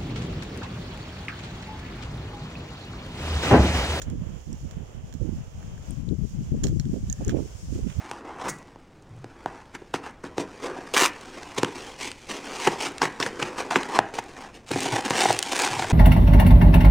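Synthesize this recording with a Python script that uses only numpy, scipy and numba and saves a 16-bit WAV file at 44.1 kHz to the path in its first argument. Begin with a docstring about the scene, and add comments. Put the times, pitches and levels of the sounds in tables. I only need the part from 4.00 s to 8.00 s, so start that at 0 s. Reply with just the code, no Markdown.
"""Paved hillside path, on a walk. Gusts buffet the left and right microphone ports in turn.
Carried gear knocks, rattles and ticks close by, mostly on the right: a plastic body and small
hard parts ring briefly. Soles scuff softly on grit; something rubs with one faint squeak.
Open air and hissing foliage lie all round."""
import sys
import numpy as np
from scipy import signal
from scipy.fft import rfft, irfft
from scipy.io import wavfile
from numba import njit

SR = 44100
rng = np.random.default_rng(int(sys.argv[2]) if len(sys.argv) > 2 else 0)


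def materialize(psi):
    """Save the field psi as 16-bit PCM at rate SR to the path in sys.argv[1].

    A 1-D psi becomes a single channel; in a 2-D psi each row is a channel.
    """
    bounded = np.clip(np.atleast_2d(psi).T, -1, 1)
    quanta = np.round(bounded * 32767).astype(np.int16)
    wavfile.write(sys.argv[1], SR, quanta)


N = 176400
T = np.arange(N) / SR
RUB_ATTACK_S, RUB_RELEASE_S = .0055, .0047


def amp(db):
    """Decibels to gain."""
    return 10 ** (np.asarray(db) / 20)


def unit(x):
    """Scale to rms 1."""
    return x / np.sqrt(np.mean(x ** 2) + 1e-18)


def noise(spectrum, white=None):
    """Noise of rms 1, shaped by (f/Hz, level/dB) points."""
    hz, db = np.array(spectrum).T
    f = np.maximum(np.arange(N // 2 + 1) * SR / N, 1)
    white = rng.standard_normal(N) if white is None else white
    gain = amp(np.interp(np.log(f), np.log(hz), db))
    return unit(irfft(rfft(white) * gain, N))


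def wander(rate_hz):
    """Smooth random signal of rms 1, bandwidth about rate_hz."""
    f = np.arange(N // 2 + 1) * SR / N
    return unit(irfft(rfft(rng.standard_normal(N)) * np.exp(-(f / rate_hz) ** 2), N))


def swell(start_s, length_s, attack_s, release_s):
    """Envelope: exponential rise up to start_s, hold, decay."""
    rise = np.minimum(T - start_s, 0) / attack_s
    fall = np.maximum(T - start_s - length_s, 0) / release_s
    return np.exp(np.maximum(rise - fall, -20))


def pan(db):
    """Constant-power gains for an L-R level difference."""
    gains = amp([[db / 2], [-db / 2]])
    return gains / np.sqrt(np.sum(gains ** 2))


def ports(x, lag_s=.00054):
    """Sound from the right reaches the left port late."""
    return np.array([np.roll(x, int(lag_s * SR)), x])


def ring(t, hz, t60_s, rise_s):
    """One struck mode."""
    return np.sin(2 * np.pi * hz * t) * np.exp(-np.log(1000) * t / t60_s) * (1 - np.exp(-t / rise_s))


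@njit
def lowpass(x, hz):
    """Two-pole low-pass with a moving corner."""
    y, band_state, low_state = np.empty(len(x)), 0., 0.
    for i in range(len(x)):
        g = np.tan(np.pi * hz[i] / SR)
        band = (band_state + g * (x[i] - low_state)) / (1 + g * (g + 1.3))
        y[i] = low_state + g * band
        band_state, low_state = 2 * band - band_state, 2 * y[i] - low_state
    return y


def buffet(gusts, spectrum, breeze_db, breeze_hz):
    """Turbulence on one port: eddies shake each gust; a stronger push reaches higher."""
    wake_db, wake_s, wake_hz = -17, .22, 147  # broader, deeper swell round each gust
    eddy_db, reach_exponent = 2.5, .33
    power = np.full(N, amp(breeze_db) ** 2)
    weighted_hz = power * breeze_hz
    for start_s, length_s, db, reach_hz in gusts:
        env = swell(start_s, length_s, attack_s=.012, release_s=.024)
        push = (amp(db) * env) ** 2
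        wake = (amp(db + wake_db) * swell(start_s, length_s, wake_s, wake_s)) ** 2
        power += push + wake
        weighted_hz += push * reach_hz * env ** reach_exponent + wake * wake_hz
    eddies = amp(eddy_db * wander(rate_hz=72.5))
    corner_hz = np.clip(weighted_hz / power * eddies ** reach_exponent, 40, 3000)
    rumble = noise(spectrum)
    for _ in range(3):
        rumble = lowpass(rumble, corner_hz)
    return rumble * np.sqrt(power) * unit(eddies)


def wind():
    """Each port rumbles with its own gusts over a steady breeze."""
    # gusts: t/s, length/s, relative level/dB, upper reach/Hz
    gusts_left = [(0, 0.22, -34, 207), (.46, 0.29, -38, 174), (1.03, 0.084, -38, 205),
                  (1.37, 0.042, -30, 230), (1.54, 0.28, -33, 206), (1.89, 0.24, -28, 284),
                  (2.08, 0.035, -21, 398), (2.123, 0.0087, -21, 510), (2.19, 0.062, -26, 366),
                  (2.35, 0.074, -25, 316), (2.522, 0.008, -21, 400), (2.544, 0.0054, -20.5, 600),
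                  (2.565, 0.038, -30, 300), (2.645, 0.037, -20.5, 492), (2.7, 0.028, -22.5, 322),
                  (2.758, 0.0074, -20.5, 370), (2.795, .012, -20, 262), (2.85, .02, -21.5, 334),
                  (2.895, 0.028, -26.5, 348), (3.0, 0.049, -28, 282), (3.085, 0.017, -22, 229),
                  (3.19, 0.038, -28.5, 312), (3.275, 0.024, -23, 510), (3.63, 0.054, -33.5, 222),
                  (3.74, 0.096, -33, 233)]
    gusts_right = [(0.071, 0.014, -27, 235), (.12, 0.037, -30.5, 446), (.18, 0.06, -27.5, 270),
                   (.26, 0.1, -31, 277), (.48, 0.053, -29, 318), (.64, 0.018, -27, 302),
                   (.76, 0.066, -31.5, 282), (.95, 0.061, -35.5, 250), (1.145, 0.056, -32, 303),
                   (1.216, 0.01, -22.5, 453), (1.245, 0.033, -26.5, 577), (1.285, 0.012, -24, 244),
                   (1.31, 0.056, -30, 300), (1.55, 0.22, -38.5, 191), (2.31, 0.24, -32.5, 215),
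                   (2.52, 0.15, -31.5, 313), (2.619, 0.13, -29, 332), (2.856, 0.025, -28.5, 308),
                   (2.935, 0.041, -26, 493), (3.039, 0.079, -26.5, 202), (3.209, 0.011, -30.5, 754),
                   (3.26, 0.037, -31, 447), (3.328, 0.041, -21.5, 620), (3.368, 0.032, -25.5, 1030),
                   (3.41, 0.05, -36, 530), (3.695, 0.0055, -22, 327), (3.725, 0.071, -30, 530),
                   (3.829, 0.049, -23, 335), (3.963, 0.049, -25.5, 262)]
    # turbulence spectra ahead of the low-pass: f/Hz, relative level/dB
    spectrum_left = [(15, -28), (35, 2.5), (70, 2.5), (140, 3.5), (250, -2.5), (450, -7), (900, -5),
                     (3000, -18)]
    spectrum_right = [(15, -22), (35, 1.5), (70, 4.5), (150, -0.5), (250, -1.5), (380, -3.5), (480, -3.5),
                      (650, -10), (1000, -10), (3000, -16.5)]
    left = amp(5) * buffet(gusts_left, spectrum_left, breeze_db=-49, breeze_hz=150)
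    right = amp(6) * buffet(gusts_right, spectrum_right, breeze_db=-45, breeze_hz=160)
    return np.array([left, right])


def knocks():
    """Gear strikes a hard plastic body: its modes ring, loose parts leave a faint rattle."""
    # knocks: t/s, relative level/dB, favoured f/Hz, factor on ring time and rattle gain, L-R/dB
    hits = [(0.0176, -26, 2250, 0.92, -8), (0.0209, -32, 6900, 1, -9), (.1003, -32.5, 10000, 0.51, -9),
            (0.711, -27.5, 2400, 0.36, -10), (1.126, -38, 2400, 0.95, -13), (1.139, -34, 14000, 0.63, -15),
            (1.628, -43.5, 1600, 0.76, -12), (1.778, -45, 1600, 0.89, 8), (2.6354, -26, 7900, 0.62, -9),
            (2.6387, -25.5, 6800, 1.3, -22), (2.6405, -26, 3840, 0.98, -10),
            (2.6688, -26.5, 4760, 0.75, -10), (2.683, -34, 14000, .8, -4), (2.7976, -25.5, 4950, 0.58, -7),
            (2.854, -36.5, 2570, .5, -8), (3.2802, -31.5, 7000, 0.87, -12), (3.294, -26, 1800, 0.97, -10)]
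    # body modes: f/Hz, relative level/dB, base t60/s
    modes = [(475, -2, 0.011), (1610, -1, 0.0086), (3240, -1, 0.0074), (4184, -9, .015), (5600, -1, 0.008),
             (6910, 0.5, 0.012), (7920, -3.5, 0.0048), (9260, -8.5, 0.0046), (14600, -6, 0.0039)]
    # rattle spectrum: f/Hz, relative level/dB
    rattle_spectrum = [(500, -3), (1700, 1), (2400, -5.5), (3400, 0.5), (4600, -2.5), (6900, 10),
                       (8300, -4), (9500, -15), (15500, -14)]
    favour_db, favour_octaves = 11.5, .49  # the contact point brings out modes near one frequency
    rattle_db, rattle_t60_s = -14, .11
    out, size = np.zeros((2, N)), SR // 5
    t = T[:size]
    rattle = np.array([noise(rattle_spectrum), noise(rattle_spectrum)])
    fade = amp(rattle_db) * np.exp(-np.log(1000) * t / rattle_t60_s)
    detunes = 1 + .012 * rng.standard_normal((len(hits), len(modes)))
    for (start_s, db, favoured_hz, ring_factor, pan_db), mode_detunes in zip(hits, detunes):
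        i, body = int(start_s * SR), 0
        for (hz, mode_db, t60_s), detune in zip(modes, mode_detunes):
            boost_db = favour_db * np.exp(-(np.log2(hz / favoured_hz) / favour_octaves) ** 2)
            body += amp(mode_db + boost_db) * ring(t, hz * detune, t60_s * ring_factor, rise_s=.00029)
        tail = ring_factor * fade * rattle[:, i:i + size]
        out[:, i:i + size] += amp(db) * pan(pan_db) * (ports(body) + tail)
    return out


def ticks():
    """Small hard parts touch: a high, brief ring; a shorter overtone adds snap."""
    # contacts: t/s, relative level/dB, f/Hz, t60/s, L-R/dB
    contacts = [(0.5295, -30, 5650, 0.0093, -3), (.529, -25, 7650, .003, 0), (.586, -35, 9100, .001, -13),
                (1.9072, -20, 8500, 0.0037, 25), (2.0893, -25, 3780, 0.003, 16),
                (2.7985, -31, 4180, .024, -1), (3.099, -17, 6540, 0.015, -27),
                (3.0994, -24.5, 4030, .004, -6), (3.1271, -12, 6630, 0.011, -23),
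                (3.2485, -19, 6600, 0.0056, -12.5)]
    overtone_ratio, overtone_db, rise_s = 1.65, -11.5, .0001
    out, size = np.zeros((2, N)), SR // 5
    t = T[:size]
    for start_s, db, hz, t60_s, pan_db in contacts:
        i = int(start_s * SR)
        overtone = amp(overtone_db) * ring(t, hz * overtone_ratio, t60_s=.0016, rise_s=rise_s)
        # small parts radiate little below their ring frequency
        highpass = signal.butter(2, .75 * hz, "high", fs=SR, output="sos")
        tick = signal.sosfilt(highpass, ring(t, hz, t60_s, rise_s) + overtone)
        out[:, i:i + size] += amp(db) * pan(pan_db) * ports(tick)
    return out


def footsteps():
    """Soles drag briefly over grit."""
    # scuffs: t/s, length/s, relative level/dB
    scuffs = [(3.293, 0.027, -42.5), (3.366, 0.011, -53), (3.744, 0.005, -50), (3.873, 0.055, -49.5)]
    # grit spectrum: f/Hz, relative level/dB
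    grit = [(300, -50), (800, 3), (1500, 3.5), (2200, 3.5), (3200, 6), (4300, -16), (6500, -5), (9000, -14),
            (15000, -33)]
    grain_db = 3.5
    env = sum(amp(db) * swell(start_s, length_s, RUB_ATTACK_S, RUB_RELEASE_S)
              for start_s, length_s, db in scuffs)
    grains = unit(amp(grain_db * wander(rate_hz=200)))
    return pan(db=-8) * ports(env * grains * noise(grit))


def squeak():
    """Something rubs: a thin, hoarse tone, mostly on the left."""
    start_s, length_s, level_db, pitch_hz = 3.1, .17, -57, 1760
    rub = wander(rate_hz=110) * np.sin(2 * np.pi * pitch_hz * T)
    return pan(db=7) * amp(level_db) * swell(start_s, length_s, RUB_ATTACK_S, RUB_RELEASE_S) * rub


def wash(spectra, levels):
    """Wide, lightly fluttering noise whose level changes along the path."""
    depth_db, shared_power = 1.68, .1
    times_s, *sides_db = np.array(levels).T
    flutter_db = depth_db * wander(rate_hz=8.7)
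    common = np.sqrt(shared_power) * ports(rng.standard_normal(N))
    whites = common + np.sqrt(1 - shared_power) * rng.standard_normal((2, N))
    return np.array([noise(spectrum, white) * amp(np.interp(T, times_s, db) + flutter_db)
                     for spectrum, white, db in zip(spectra, whites, sides_db)])


def air():
    """Open air: a soft, low wash."""
    # air spectra: f/Hz, relative level/dB
    left = [(60, 16), (300, 6), (500, 1.5), (800, -2.5), (1200, -4.5), (1800, -9.5), (2400, -8),
            (3100, -6.5), (3900, -18.5), (8000, -31)]
    right = [(60, 4), (300, 9.5), (500, 12.5), (800, 5.5), (1200, -0.5), (1700, -3), (2400, -8),
             (3200, -3.5), (4000, -22), (8000, -32)]
    # air envelope: t/s, left level/dB, right level/dB
    levels = [(0, -50, -50.5), (.35, -49.5, -50), (.7, -47.5, -48.5), (1.3, -50.5, -50), (1.8, -47, -50),
              (2.2, -50, -54), (2.9, -51, -55), (3.3, -44, -52), (3.6, -49, -53), (4, -45.5, -50.5)]
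    return wash((left, right), levels)


def leaves():
    """Foliage hisses, louder towards the end."""
    # hiss spectra: f/Hz, relative level/dB
    left = [(1500, -51), (3200, -18), (4100, -1.5), (5200, 6.5), (6500, 6), (8200, 3.5), (9500, -4.5),
            (12000, -10), (15500, -12.5)]
    right = [(1500, -16), (3200, -8), (4100, -14), (5400, -5), (6100, -4), (6850, 0), (7800, -12.5),
             (9500, -18.5), (13000, -22), (15300, -21)]
    # hiss envelope: t/s, left level/dB, right level/dB
    levels = [(0, -67, -58), (.35, -67, -56), (.65, -69, -56), (.8, -65.5, -58), (1.3, -67, -57),
              (1.7, -64.5, -55), (2.05, -61.5, -56), (2.5, -65.5, -56.5), (2.9, -59.5, -55.5),
              (3.35, -56.5, -52.5), (3.6, -52, -53), (3.8, -56.5, -53), (4, -57, -53.5)]
    return wash((left, right), levels)


def scene():
    """Wind, gear, steps and squeak over air and leaves."""
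    rumble = wind()
    background = air() + leaves()
    return rumble + knocks() + ticks() + footsteps() + squeak() + background


def record(dry):
    """The hand-held camera cuts the top treble."""
    cutoff_hz = 15900
    return signal.sosfilt(signal.ellip(8, .2, 70, cutoff_hz, fs=SR, output="sos"), dry)


dry = scene()
out = record(dry)
materialize(out)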